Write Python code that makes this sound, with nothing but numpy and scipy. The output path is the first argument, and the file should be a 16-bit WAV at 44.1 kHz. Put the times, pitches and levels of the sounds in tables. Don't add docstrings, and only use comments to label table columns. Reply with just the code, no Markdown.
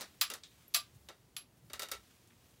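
import sys
import numpy as np
from scipy import signal
from scipy.fft import rfft, irfft
from scipy.io import wavfile
from scipy.ndimage import uniform_filter1d

SR = 44100
rng = np.random.default_rng(int(sys.argv[2]) if len(sys.argv) > 2 else 0)


def unload_audio(sound):
    columns = np.transpose(np.atleast_2d(sound))
    steps = np.round(np.clip(columns, -1, 1) * 32767)
    wavfile.write(sys.argv[1], SR, steps.astype(np.int16))


def amplitude_ratio(level_db):
    exponent = np.asarray(level_db, float) / 20
    return 10 ** exponent


N = 114660
TAIL = 16384


def shape(table, hz):
    table = np.array(table)
    return np.interp(np.log(hz + 1), np.log(table[:, 0]), table[:, 1])


def unit(x):
    return x / np.sqrt(np.mean(x ** 2))


def coloured(x, table):
    hz = np.fft.rfftfreq(len(x), 1 / SR)
    return irfft(rfft(x) * amplitude_ratio(shape(table, hz)), len(x))


def walk(rate_hz):
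    hold = int(SR / rate_hz)
    steps = np.repeat(rng.standard_normal(N // hold + 1), hold)
    return 1.3 * uniform_filter1d(uniform_filter1d(steps, hold), hold)[:N]


# pitch_hz, t60_s
ROOM_DECAY = [(300, 0.12), (1000, 0.17), (3000, 0.18), (8000, 0.14), (16000, .1)]


def echoes(table, tilt_db=0):
    spike_db, tail_db, scatter_db = 9, -6, 2.5
    direct_s, build_cycles = .0025, 3
    t, hz = np.arange(TAIL) / SR, np.fft.rfftfreq(TAIL, 1 / SR)
    tint = amplitude_ratio(shape(table, hz) + tilt_db * np.log2(hz / 4000 + 0.033))
    clumps = np.repeat(rng.standard_normal(TAIL // 32), 32)
    noise = rfft(rng.standard_normal(TAIL) * amplitude_ratio(scatter_db * clumps)) * tint
    spike = np.roll(irfft(tint * np.minimum(hz / 4000, 1) ** 2, TAIL), 12)
    out = amplitude_ratio(spike_db) * spike * (t < .001)
    for centre_hz in 250 * 2. ** np.arange(7):
        octave = np.clip(1 - np.abs(np.log2(hz / centre_hz + 1e-9)), 0, 1)
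        band = irfft(noise * octave, TAIL)
        fade = np.exp(-t / direct_s) + amplitude_ratio(tail_db - 60 * t / shape(ROOM_DECAY, centre_hz))
        out = out + band * fade * (1 - np.exp(-t * centre_hz / build_cycles))
    return out


def place(sound, at_s, db):
    out, start = np.zeros(N + 2 * TAIL), int(at_s * SR) + TAIL // 2
    out[start:start + TAIL] = sound * amplitude_ratio(db - 12) / np.std(sound[:SR // 50])
    return out[TAIL // 2:][:N]


def struck(hits, modes, modes_db, click):
    mode_scatter_db, ring_direct_db = 1.5, -7
    t, out = np.arange(TAIL) / SR, 0
    hz, t60 = np.array(modes).T[:, :, None]
    rings = amplitude_ratio(-60 * t / t60) * np.sin(2 * np.pi * hz * t) * (1 - np.exp(-t * hz))
    direct = amplitude_ratio(ring_direct_db) * rings / rings.std(1, keepdims=True)
    for at_s, db, tilt_db, ring_db in hits:
        room = rfft(echoes([(100, 0), (20000, 0)]), 2 * TAIL)
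        wet = irfft(rfft(rings, 2 * TAIL) * room)[:, :TAIL]
        both = wet / wet.std(1, keepdims=True) + direct
        strengths_db = np.c_[modes_db] + mode_scatter_db * rng.standard_normal(hz.shape)
        ring = (both * amplitude_ratio(strengths_db)).sum(0)
        out = out + place(unit(echoes(click, tilt_db)) + amplitude_ratio(ring_db) * unit(ring), at_s, db)
    return out


# pitch_hz, level_db
HISS_COLOUR = [(15, -55), (25, -9.5), (108, -8), (326, -13), (405, -16.5), (714, -22), (936, -23),
               (1560, -28.5), (16000, -35.5)]


def room_tone():
    hiss_db, hum_hz, hum_db = -67, 119, -76.5
    phase = 2 * np.pi * np.cumsum(hum_hz + 1.6 * walk(5.3)) / SR
    hum = np.sin(phase) * amplitude_ratio(hum_db + 1.5 + 2.5 * walk(8.8))
    hiss = unit(coloured(rng.standard_normal(N), [(5, -62)] + list(HISS_COLOUR)))
    return hiss * amplitude_ratio(hiss_db) + hum


# at_s, level_db, pitch_hz, length_s
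THUMPS = [
    (0.094, -68.5, 81, 0.019),
    (.5, -68.5, 69.6, .12),
    (0.959, -60.5, 119, 0.023),
    (1.024, -64.5, 73, 0.092),
    (1.579, -64.5, 108, 0.024),
    (1.667, -62.5, 131, .05),
    (1.747, -70, 69, 0.066),
    (1.988, -65, 75, 0.078),
    (2.506, -68, 72, .1),
]


def thumps():
    t, out = np.arange(N) / SR, 0
    for at_s, db, hz, length_s in THUMPS:
        colour = [(hz * .5, -40), (hz * .85, 0), (hz * 1.15, 0), (hz * 2.2, -35)]
        low = unit(coloured(rng.standard_normal(N), colour))
        out = out + low * amplitude_ratio(db) * np.exp(-((t - at_s) / length_s) ** 2)
    return out


# at_s, peak_db
KNOCKS = [
    (-.03, -34.5),
    (-.008, -38),
    (.0086, -33.5),
    (0.015, -33.5),
]
# pitch_hz, level_db
KNOCK_CLICK = [(88, -39), (150, 2), (376, -4.5), (1530, -10), (1790, -7.5), (3100, -14.5), (4000, -8),
               (16000, -22)]


def knocks():
    return sum(place(echoes(KNOCK_CLICK), at_s, db) for at_s, db in KNOCKS)


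# at_s, peak_db, centre_hz, width_hz
TICKS = [
    (.2065, -52, 8200, 1500),
    (.4348, -43, 5000, 7000),
    (.4352, -44, 3750, 1100),
    (.505, -60, 3750, 900),
    (.6805, -49, 11800, 1800),
    (.947, -66, 7000, 3000),
    (2.273, -59, 8000, 8000),
    (2.304, -57, 2200, 3000),
]


def ticks():
    out = 0
    for at_s, db, hz, width in TICKS:
        bump = [(max(hz - width, 100), -40), (hz - width / 2, -6), (hz, 0),
                (hz + width / 2, -6), (hz + width, -40)]
        out = out + place(echoes(bump), at_s, db)
    return out


# at_s, level_db
STROKE = [(0.01, -65), (.4, -73), (.52, -69), (.61, -66), (.69, -72), (.9, -71.5), (.97, -76),
          (1.19, -73.5), (1.3, -78.5), (1.6, -81), (2.0, -70.5), (2.15, -70.5), (2.29, -71.5),
          (2.45, -67.5), (2.59, -69.5)]
# pitch_hz, level_db
HAIR_COLOUR = [(300, -12), (700, -6.5), (1500, -4), (3200, -2), (4500, -4.5), (7000, -6), (10000, -9.5),
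               (15000, -10.5)]


def hair():
    fibres_per_s, scatter_db, scatter_cap, smear_s = 3300, 5, 2.5, 0.0049
    slips = rng.random(N) < fibres_per_s / SR
    slips = slips * amplitude_ratio(scatter_db * np.minimum(rng.exponential(size=N), scatter_cap))
    smear = rng.standard_normal(1024) * np.exp(-np.arange(1024) / SR / smear_s)
    slips = signal.fftconvolve(slips, smear)[:N]
    spectrum = rfft(slips)
    flat = irfft(spectrum / uniform_filter1d(np.abs(spectrum), size=400), N)
    stroke_db = np.interp(np.arange(N) / SR, *np.array(STROKE).T) + 1.5 * walk(7)
    return unit(coloured(flat, HAIR_COLOUR)) * amplitude_ratio(stroke_db)


# at_s, peak_db, brightness_db_per_octave, ring_db
TAPS = [(.3008, -30, 0, -4), (.315, -36.5, -1.8, -4), (.3368, -32, 0.9, -33), (1.0866, -38, -3.5, -3.5),
        (1.6986, -43, -3.5, -1.5), (1.733, -31.5, -0.1, -3.5), (1.7942, -29, 0.2, -2.5),
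        (1.8195, -30, .2, -3), (1.832, -33.5, 1, -3.5), (1.8862, -40, 0, -9), (1.9151, -26.5, 0.7, -4)]
# pitch_hz, own t60_s
SHELL_MODES = [(410, .04), (560, .04), (1330, .05), (1960, .025), (2200, .025), (2780, .03), (3740, .04),
               (4700, .02), (6000, .02)]
SHELL_DB = [-13, -11, -5, -6, -10, -9, -2.5, -8, -10]
# pitch_hz, level_db
SHELL_CLICK = [(120, -44), (200, -5), (509, -2.5), (950, -7), (1350, -3.5), (2380, -9), (3760, -6.5),
               (14900, -14), (16000, -23)]


def plastic_taps():
    return struck(TAPS, SHELL_MODES, SHELL_DB, SHELL_CLICK)


# at_s, peak_db, brightness_db_per_octave, ring_db
CLINKS = [
    (.2118, -18, 1.4, -10.5),
    (.2133, -18, -2.2, -0.5),
    (.7395, -31, 4, -18),
    (.7447, -16, 0.3, -5),
    (.7475, -18.5, 3, -3.5),
    (.7636, -26, 3.7, -3.5),
    (1.3652, -29.5, -0.1, -2.5),
]
# pitch_hz, own t60_s
ROD_MODES = [(700, .05), (1184, .08), (2520, .07), (3450, .025), (4000, .025), (4719, .06), (7612, .075),
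             (11116, .08), (15301, .06)]
ROD_DB = [-18, -7, -8, -9, -7, -7, -5, .1, -4]
# pitch_hz, level_db
ROD_CLICK = [(450, -105), (700, -23), (1150, -5.5), (2070, -6.5), (2700, -2), (4750, 0.5), (8000, -13),
             (11500, -6), (16000, -19.5)]


def steel_clinks():
    return struck(CLINKS, ROD_MODES, ROD_DB, ROD_CLICK)


def scene():
    bed = room_tone() + thumps() + knocks() + ticks() + hair()
    return (bed + plastic_taps() + steel_clinks())[None]


def low_pass(x):
    return signal.sosfilt(signal.butter(12, 16950, fs=SR, output="sos"), x)


def record(dry):
    top_hz, low_cut_hz = 15800, 50
    top = signal.sosfilt(signal.ellip(8, .5, 24, top_hz, fs=SR, output="sos"), dry)
    trimmed = signal.sosfilt(signal.butter(3, low_cut_hz, "high", fs=SR, output="sos"), top)
    return low_pass(trimmed)


dry = scene()
out = record(dry)
unload_audio(out)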